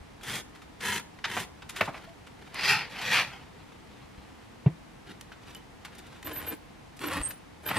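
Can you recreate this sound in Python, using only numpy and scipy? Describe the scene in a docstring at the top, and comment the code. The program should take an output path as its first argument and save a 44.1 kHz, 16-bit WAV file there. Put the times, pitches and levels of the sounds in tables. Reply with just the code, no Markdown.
"""In a living room someone lowers a roller blind by its bead chain until the bottom bar knocks on the sill,
draws a curtain along its rail in two sweeps, crosses the room with one dull thump,
and lowers a second blind whose pulley squeaks. Chains and gliders are random ticks and rubbing noise through
resonant filters; knocks and clatters are noise bursts; squeaks are unsteady sines over a soft room hush."""
import sys
import numpy as np
from scipy import signal
from scipy.fft import rfft, irfft, next_fast_len
from scipy.io import wavfile

SR = 44100
rng = np.random.default_rng(int(sys.argv[2]) if len(sys.argv) > 2 else 0)


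def transcribe(u):
    """Save the signal u as a 16-bit wav file named by the first command-line argument.

    u: samples, shape (n,) or (channels, n), limited to [-1, 1]; the rate is SR.
    q: integer samples, one column per channel.
    """
    v = np.clip(np.atleast_2d(u).T, -1, 1)
    q = np.round(v * 32767).astype(np.int16)
    wavfile.write(sys.argv[1], SR, q)


N = 343098  # length in samples
T = np.arange(N) / SR  # time in s


def amp(db):
    """Decibels to gain."""
    return 10 ** (np.asarray(db) / 20)


def evened(x):
    """Scales to rms 1."""
    return x / np.sqrt(np.mean(x ** 2) + 1e-20)


def unit_energy(x):
    """Scales to energy 1."""
    return x / np.linalg.norm(x)


def read(points, hz):
    """Reads a spectrum on a log-frequency axis."""
    f, value = np.transpose(points)
    return np.interp(np.log(hz + 1), np.log(f + 1), value)


def add(mix, start_s, sound):
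    """Mixes a sound in at its start time."""
    part = mix[round(start_s * SR):][:len(sound)]
    part += sound[:len(part)]


def band(x, lo_hz, hi_hz, order=3):
    """Causal band-pass."""
    edges = [lo_hz, min(hi_hz, SR / 2 - 1)]
    return signal.sosfilt(signal.butter(order, edges, "band", fs=SR, output="sos"), x)


def colour(x, spectrum, rings=(), size=4096):
    """Causal filter of energy 1: a broad spectrum with resonances standing out of it."""
    hz = abs(np.fft.fftfreq(size, 1 / SR))
    peaks = sum(amp(db) / (1 + (2 * (hz - f) / width) ** 2) for f, width, db in rings)
    gain = amp(read(spectrum, hz)) * (1 + peaks)
    # minimum phase: the energy comes as early as it can
    minimum_phase = np.exp(signal.hilbert(np.log(gain)).conj())
    response = np.fft.ifft(minimum_phase).real[:size // 2]
    return signal.oaconvolve(x, unit_energy(response))[:len(x)]


def wander(hz, size):
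    """Chance of rms 1 that drifts at up to hz swings a second."""
    step = np.arange(size) * 2 * hz / SR
    knots = rng.standard_normal(size // 8)
    return evened(np.interp(step, np.arange(len(knots)), knots))


def burst(t60, rise, grain=1, size=12000):
    """A swarm of tiny collisions that swells and dies; grain above 1 lets a few stand out; energy 1."""
    t = T[:size]
    hits = rng.standard_normal(size)
    grains = np.sign(hits) * abs(hits) ** grain
    return unit_energy(grains * amp(-60 * t / t60) * (1 - np.exp(-t / rise)) ** 2)


def pulled(pulls, body_follow, fizz_follow):
    """Each movement speeds up, holds and slows down; body and fizz grow as powers of the speed."""
    body, fizz = np.zeros((2, N))
    for start, rise, hold, fall, db, bright_db in pulls:
        end = start + rise + hold + fall
        ramp = np.minimum((T - start) / rise, (end - T) / fall)
        speed = np.sin(np.pi / 2 * np.clip(ramp, 0, 1))
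        body = np.hypot(body, amp(db) * speed ** body_follow)
        fizz = np.hypot(fizz, amp(db + bright_db) * speed ** fizz_follow)
    return body, fizz


def slide(stroke, spectrum, rings, per_s, spread_db, rub, flutter_db, body_db, fizz_db, rumble_db, rumble_follow):
    """Beads or gliders tick over an edge, with rubbing between the ticks; their housing rings and rumbles."""
    strengths = amp(spread_db * np.minimum(rng.exponential(1, N), 3))
    ticks = (rng.random(N) < per_s / SR) * rng.choice([-1, 1], N) * strengths
    drive = (evened(ticks) + rub * rng.standard_normal(N)) * amp(flutter_db * wander(47, N))
    # small damped modes of the housing come and go as the point of contact moves
    modes = sum(.45 * wander(9, N) * signal.oaconvolve(drive, burst(.025, .0003))[:N] for _ in range(2))
    sound = colour(drive + modes, spectrum, rings)
    edges_hz = [(60, 500), (500, 5000), (5000, 18000)]
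    low, mid, top = (evened(band(sound, lo, hi, order=4)) for lo, hi in edges_hz)
    body, fizz = stroke
    # the mounting rumbles even under a light pull
    rumble = body.max() * (body / body.max()) ** rumble_follow
    return amp(body_db) * body * mid + amp(fizz_db) * fizz * top + amp(rumble_db) * rumble * low


# spectrum of the room's hush: [pitch_hz, level_db]
HUSH_SPECTRUM = [(15, -51), (25, -3.5), (49, 5.5), (193, 2.5), (288, 0), (313, 0.5), (348, -4), (507, -4),
                 (550, -8.5), (664, -5.5), (892, -4.5), (1410, -10.5), (1940, -10.5), (11000, -29),
                 (15400, -40)]
# how far the hush spreads, side against middle: [pitch_hz, side_db]
HUSH_WIDTH = [(60, -13.5), (130, -7.5), (290, 3), (640, -0.5), (1410, -2.5), (3100, -2), (6820, -3.5),
              (15000, -3)]


def room_tone(hush_db=-52.6, sway_db=-0.08):
    """The low, slightly swaying hush of the room: independent middle and side noise spread it all round."""
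    mid, other = (evened(colour(rng.standard_normal(N), HUSH_SPECTRUM)) for _ in range(2))
    side = irfft(rfft(other) * amp(read(HUSH_WIDTH, np.fft.rfftfreq(N, 1 / SR))), N)
    level = amp(hush_db + sway_db * wander(2.008, N))
    return level * np.array([mid + side, mid - side])


# the slack chain swinging, and clothes and cloth stirring; brightness is fizz against body:
# [start_s, speeding_up_s, steady_s, slowing_down_s, level_db, brightness_db]
STIRS = [(1.72, 0.089, 0.044, 0.065, -42, -18.5), (1.88, 0.056, 0.096, 0.097, -51.5, -22),
         (2.3, 0.23, 0.046, .05, -54, -22), (3.35, 0.13, 0.63, .6, -60.5, -24.5),
         (5.05, 0.042, .02, .05, -51, -21.5), (5.39, 0.13, 0.018, .06, -52, -17.5),
         (5.75, 0.36, .05, .05, -53, -22)]


def stirs():
    """Slack chain and cloth stir faintly: mostly rubbing, with sparse ticks and no strong ringing tones."""
    run = pulled(STIRS, body_follow=0.98, fizz_follow=1.1)
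    return slide(run, LEFT_SPECTRUM, [], per_s=260, spread_db=2.5, rub=2.9, flutter_db=3.5,
                 body_db=-2.0, fizz_db=4.0, rumble_db=-10.0, rumble_follow=0.5)


def throb(hz, swell):
    """A low resonance that swells to 1 in swell seconds and is damped again."""
    t = T[:12000]
    return (t / swell * np.exp(1 - t / swell)) ** 3 * np.sin(2 * np.pi * hz * t)


# steps and bumps, and a faint low thud as the sound begins; level is that of the throb's peak:
# [start_s, pitch_hz, level_db, swell_s]
THUMPS = [(.004, 56, -39.5, 0.0086), (4.172, 62, -41, .012), (4.6598, 142, -9, 0.01),
          (7.195, 50.3, -30, 0.014)]
# spectrum of their soft contact: [pitch_hz, level_db per Hz]
CONTACT_SPECTRUM = [(180, -16), (300, -4), (1090, -19), (1260, -26.5), (2340, -24.5), (3390, -35),
                    (7000, -40), (9100, -77), (15400, -120)]


def thumps(boom_db=-25, boom_swell=0.034, boom_factor=1.157, contact_db=6):
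    """Dull, low thumps: a soft contact, a short low throb and a faint later boom."""
    out = np.zeros(N)
    for start, hz, db, swell in THUMPS:
        contact = band(colour(burst(0.11, 0.00076), CONTACT_SPECTRUM), 160, 3800, order=5)
        boom = throb(hz * boom_factor, boom_swell)
        add(out, start, amp(db) * (throb(hz, swell) + amp(boom_db) * boom + amp(contact_db) * contact))
    return out


# chains clattering on themselves and the frame, and gliders jolting; levels before the function's gains,
# t60 that of the clack: [start_s, clack_db, tick_db, t60_s]
CLATTERS = [(.209, -41, -59, 0.044), (0.23, -35, -41.5, .05), (.547, -37.5, -54, 0.095),
            (0.614, -37, -56, 0.085), (.803, -27.5, -44, 0.072), (1.186, -37.5, -65, 0.044),
            (1.24, -15, -47, 0.057), (1.25, -18.5, -46, 0.034), (1.62, -32, -59, 0.041),
            (1.69, -27.5, -36, 0.069), (1.758, -22.5, -37, 0.088), (2.265, -37, -55.5, .06),
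            (2.543, -33, -41.5, 0.019), (3.01, -21, -39.5, 0.094), (5.21, -36.5, -43.5, 0.019),
            (5.317, -35.5, -59, 0.064), (5.547, -38, -44, 0.02), (5.846, -28, -43, 0.067),
            (5.949, -51, -51.5, 0.036), (5.979, -43.5, -45.5, .07), (6.064, -54, -54.5, .05),
            (6.227, -34, -47, 0.025), (6.964, -51, -48.5, 0.062), (6.991, -37, -46.5, .02),
            (7.131, -25, -37, .04), (7.305, -32, -42.5, 0.048), (7.684, -20, -40, 0.06)]
# small parts left ringing after a touch: [start_s, pitch_hz, level_db, t60_s]
PINGS = [(2.075, 670, -44.5, 0.19), (5.554, 3000, -37.5, 0.045), (5.319, 1500, -36, 0.02)]


def clatters(clack_db=14, tick_db=20, swell_share=0.049):
    """Beads strike singly or in clusters that swell more slowly: a plastic clack and a bright tick."""
    out = np.zeros(N)
    for start, low_db, high_db, t60 in CLATTERS:
        rise = swell_share * t60
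        clack = band(band(burst(t60, rise), 820, 3260, order=2), 600, 7100)
        tick = band(burst(t60 * 0.88, rise, grain=2.6), 2200, 10800, order=2)
        clack = amp(low_db + clack_db) * unit_energy(clack)
        tick = amp(high_db + tick_db) * unit_energy(tick)
        add(out, start, clack + tick)
    t = T[:SR // 2]
    for start, hz, db, t60 in PINGS:
        add(out, start, amp(db - 60 * t / t60) * np.sin(2 * np.pi * hz * t))
    return out


# the two sweeps of the curtain; brightness is fizz against body: [time_s, level_db, brightness_db]
FIRST_SWEEP = [(2.52, -58, -24), (2.548, -47, -13), (2.558, -37, -18), (2.652, -27, -11.5),
               (2.692, -24.5, -12), (2.79, -31.5, -18), (2.89, -49.5, -21)]
SECOND_SWEEP = [(2.89, -56, -20), (2.9, -50, -9), (2.95, -41, -17.5), (3.104, -34, -13.5),
                (3.138, -22, -15), (3.204, -24.5, -18), (3.27, -44, -18), (3.44, -58.5, -16)]
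# broad timbre of the rail: [pitch_hz, level_db per Hz]
RAIL_SPECTRUM = [(59, -56), (100, -19), (131, -16.5), (383, -25.5), (472, -18.5), (582, -19), (797, -4),
                 (1260, -0.5), (2520, 3), (2920, -0.5), (4730, -12.5), (7350, -24.5), (11900, -26.5),
                 (15000, -41)]
# resonances of the rail under each sweep: [pitch_hz, width_hz, level_db]
FIRST_RINGS = [(2000, 440, -5), (4380, 450, 0), (4960, 330, 4)]
SECOND_RINGS = [(2570, 220, -18), (4400, 260, -12)]


def curtain():
    """Gliders chatter densely along the rail in two sweeps, each waking other resonances of it."""
    out = np.zeros(N)
    for sweep, rings in [(FIRST_SWEEP, FIRST_RINGS), (SECOND_SWEEP, SECOND_RINGS)]:
        out += slide(swept(sweep), RAIL_SPECTRUM, rings, per_s=1600, spread_db=1.5, rub=0.74, flutter_db=0.84,
                     body_db=-0.8, fizz_db=3.0, rumble_db=-18.5, rumble_follow=0.49)
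    return out


def swept(sweep):
    """Strength of body and fizz along one sweep of the curtain."""
    s, level_db, bright_db = np.transpose(sweep)
    body = (T >= s[0]) * (T < s[-1]) * amp(np.interp(T, s, level_db))
    return body, body * amp(np.interp(T, s, bright_db))


# hand pulls on the left chain; brightness is fizz against body:
# [start_s, speeding_up_s, steady_s, slowing_down_s, level_db, brightness_db]
LEFT_PULLS = [(.195, 0.13, 0.04, 0.068, -33.5, -14.5), (.785, 0.089, 0.068, 0.089, -30.5, -15.3),
              (1.24, 0.064, .02, .06, -37, -21.5), (1.26, .12, 0.019, 0.074, -35.5, -15)]
# broad timbre of the left blind: [pitch_hz, level_db per Hz]
LEFT_SPECTRUM = [(41, -36), (70, -11.5), (198, -10.5), (248, -19), (340, -14), (639, -19.5), (749, -6.5),
                 (1350, -4.5), (1850, -3.5), (2770, -7.5), (3470, -9), (4870, -16), (11200, -19.5),
                 (15400, -29.5)]
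# resonances of its roller housing: [pitch_hz, width_hz, level_db]
LEFT_RINGS = [(211, 25, 1.5), (960, 67, 3), (1910, 500, 7.5), (3280, 1100, 4)]


def left_blind():
    """Hand pulls run the bead chain over its pulley in dense ticks that ring the roller housing."""
    run = pulled(LEFT_PULLS, body_follow=2.06, fizz_follow=2.2)
    return slide(run, LEFT_SPECTRUM, LEFT_RINGS, per_s=1000, spread_db=2.0, rub=0.78, flutter_db=1,
                 body_db=-2.34, fizz_db=6.0, rumble_db=-11.0, rumble_follow=0.7)


# tugs on the right chain; brightness is fizz against body:
# [start_s, speeding_up_s, steady_s, slowing_down_s, level_db, brightness_db]
RIGHT_PULLS = [(6.235, 0.047, .03, .05, -40.5, -16.5), (6.32, 0.055, 0.13, .06, -43, -15.5),
               (6.995, .045, .16, 0.044, -36, -16.5), (7.21, 0.025, .06, 0.037, -47, -13),
               (7.62, 0.11, 0.043, .06, -33, -20)]


def right_run():
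    """Tugs on the right chain: its fizz rises almost in step with speed, its body more steeply."""
    return pulled(RIGHT_PULLS, body_follow=1.84, fizz_follow=.9)


# broad timbre of the right blind: [pitch_hz, level_db per Hz]
RIGHT_SPECTRUM = [(41, -49), (70, 8.5), (290, -4.5), (732, -7.5), (1050, -2.5), (1320, -5), (1850, -3),
                  (2160, -7.5), (3170, -11.5), (6100, -26.5), (10000, -17.5), (12600, -25), (15400, -32)]
# resonances of its roller housing: [pitch_hz, width_hz, level_db]
RIGHT_RINGS = [(298, 32, 8.5), (1080, 87, -11), (2920, 590, -9)]


def right_blind(run):
    """The right chain ticks more sparsely and unevenly than the left and rumbles more in its housing."""
    return slide(run, RIGHT_SPECTRUM, RIGHT_RINGS, per_s=550, spread_db=3.0, rub=0.8, flutter_db=1.8,
                 body_db=-0.17, fizz_db=2.5, rumble_db=-5.5, rumble_follow=0.63)


def snags(strength, per_s=90, snag_db=22, spread_db=3, t60=0.015):
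    """While the chain runs, stray beads catch on the pulley with a bright tick."""
    hits = (rng.random(N) < per_s / SR) * amp(snag_db + spread_db * rng.standard_normal(N))
    ticks = signal.oaconvolve(hits * strength, burst(t60, .0008, grain=2.4))[:N]
    return band(ticks, 3000, 13000, order=2)


# squeaks of the pulley: [start_s, length_s, pitch_hz, level_db]
SQUEAKS = [(5.55, 0.033, 12000, -61), (6.241, .044, 12220, -41), (6.326, 0.032, 12300, -44),
           (6.345, 0.068, 12150, -38.5), (6.459, 0.057, 12450, -36.5), (7.056, 0.038, 12700, -43),
           (7.216, 0.067, 8500, -35), (7.275, 0.044, 12260, -46), (7.653, .052, 12500, -35),
           (7.76, .04, 8520, -36)]


def squeaks(jitter=0.0087, shimmer_db=3.5, scratch_db=-19, scoop=0.04, scoop_s=0.0083):
    """The pulley sticks and slips: unsteady sines at one of two very high pitches scoop up and scratch."""
    out = np.zeros(N)
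    waver, shimmer = wander(500, N), wander(200, N)
    scratch = amp(scratch_db) * wander(2500, N)
    for start, length, hz, db in SQUEAKS:
        on = (T >= start) & (T < start + length)
        t = T[on] - start
        # starts flat by the scoop share and settles on its pitch
        pitch = hz * (1 - scoop * np.exp(-t / scoop_s)) * (1 + jitter * waver[on])
        tone = np.sqrt(2) * np.sin(2 * np.pi * np.cumsum(pitch) / SR)
        arch = abs(np.sin(np.pi * (t / length) ** 1.14)) ** 1.1  # peaks a little late
        out[on] += amp(db + shimmer_db * shimmer[on]) * arch * (1 + scratch[on]) * tone
    return out


# bottom bars knocking; level before the function's gain, rattle_share 0-1 of the energy, the rest one click:
# [start_s, level_db, spectrum_top_hz, rattle_t60_s, rattle_share]
KNOCKS = [(1.368, -7.5, 2400, 0.085, 0.74), (1.8075, -2.5, 4000, 0.036, 0.98),
          (1.8115, -6, 13900, 0.076, 0.3), (1.817, -10, 2030, 0.078, 0.97),
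          (1.876, -7.5, 1120, 0.078, 0.97), (1.94, -20, 2980, 0.11, 1), (7.711, -9.5, 2310, 0.031, 0.9)]
# timbre of the bar: [pitch_hz, level_db per Hz]
BAR_SPECTRUM = [(59, -42), (100, -6), (352, -14.5), (748, -5.5), (885, -9), (1160, -7), (1700, -10),
                (2370, -6), (2990, -13.5), (3610, -19), (5600, -28), (8340, -35), (15000, -30)]


def knocks(hit_db=8):
    """A blind's bottom bar knocks and bounces: a click and a short rattle through the bar's timbre."""
    out = np.zeros(N)
    for start, db, top_hz, t60, share in KNOCKS:
        share = np.clip(share, 0, 1)
        blow = np.sqrt(share) * burst(t60, .0025)
        blow[0] += np.sqrt(1 - share)
        add(out, start, amp(hit_db + db) * band(colour(blow, BAR_SPECTRUM), 78, top_hz, order=2))
    return out


# decay of the room: [pitch_hz, t60_s]
ROOM_DECAY = [(100, 0.44), (600, 0.59), (2500, 0.27), (13000, 0.082)]


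def room(x, wet_db):
    """Adds a tail of reflections in which each band dies at its own speed."""
    noise = rng.standard_normal(SR) * (T[:SR] > .006)  # a gap before the first reflection
    hz, t, z = signal.stft(noise, SR, nperseg=256)
    decay = amp(-60 * t / read(ROOM_DECAY, hz)[:, None])
    tail = signal.istft(z * decay, SR, nperseg=256)[1]
    return x + amp(wet_db) * signal.fftconvolve(x, unit_energy(tail))[:N]


# stereo width, side against middle, before each source's own trim: [pitch_hz, side_db]
STEREO_WIDTH = [(160, -21), (330, -5), (600, -14), (1300, -19), (2400, -16), (4400, -6), (8000, 0),
                (14000, 3)]


def stereo(x, lead, width_db):
    """Places a sound by phase (lead > 0: the left channel leads) and widens it with reflections."""
    size = next_fast_len(N + SR // 2)
    lead, hz = np.clip(lead, -1, 1), np.fft.rfftfreq(size, 1 / SR)
    reflections = rfft(burst(.03, .0003), size) * .8 + rfft(burst(.3, .002), size) * .6
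    # a quarter-turn phase shift makes one channel lead
    difference = 1j * lead + np.sqrt(1 - lead ** 2) * reflections
    width = amp(read(STEREO_WIDTH, hz) + width_db)
    side = irfft(rfft(x, size) * width * difference, size)[:N]
    return np.array([x + side, x - side])


def scene():
    """Left window first, then the right one, in one room."""
    run = right_run()
    sliding = left_blind() + right_blind(run) + curtain() + stirs() + knocks()
    striking = clatters() + snags(run[1]) + squeaks()
    windows = room(sliding, wet_db=-20.5) + room(striking, wet_db=-13.5)
    crossed = np.clip(T - 4, 0, 1)  # from the left window to the right between 4 and 5 s
    at_left = stereo(windows * (1 - crossed), lead=.3, width_db=0)
    at_right = stereo(windows * crossed, lead=-.65, width_db=0)
    return at_left + at_right + stereo(thumps(), lead=-0.6, width_db=-14) + room_tone()


def record(dry):
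    """Makes the left channel a little louder, then limits the band to 15.6 kHz."""
    low_pass = signal.firwin(511, 15600, window=("kaiser", 9), fs=SR)
    return signal.oaconvolve(dry * amp([[.15], [-.15]]), low_pass[None], "same")


dry = scene()
out = record(dry)
transcribe(out)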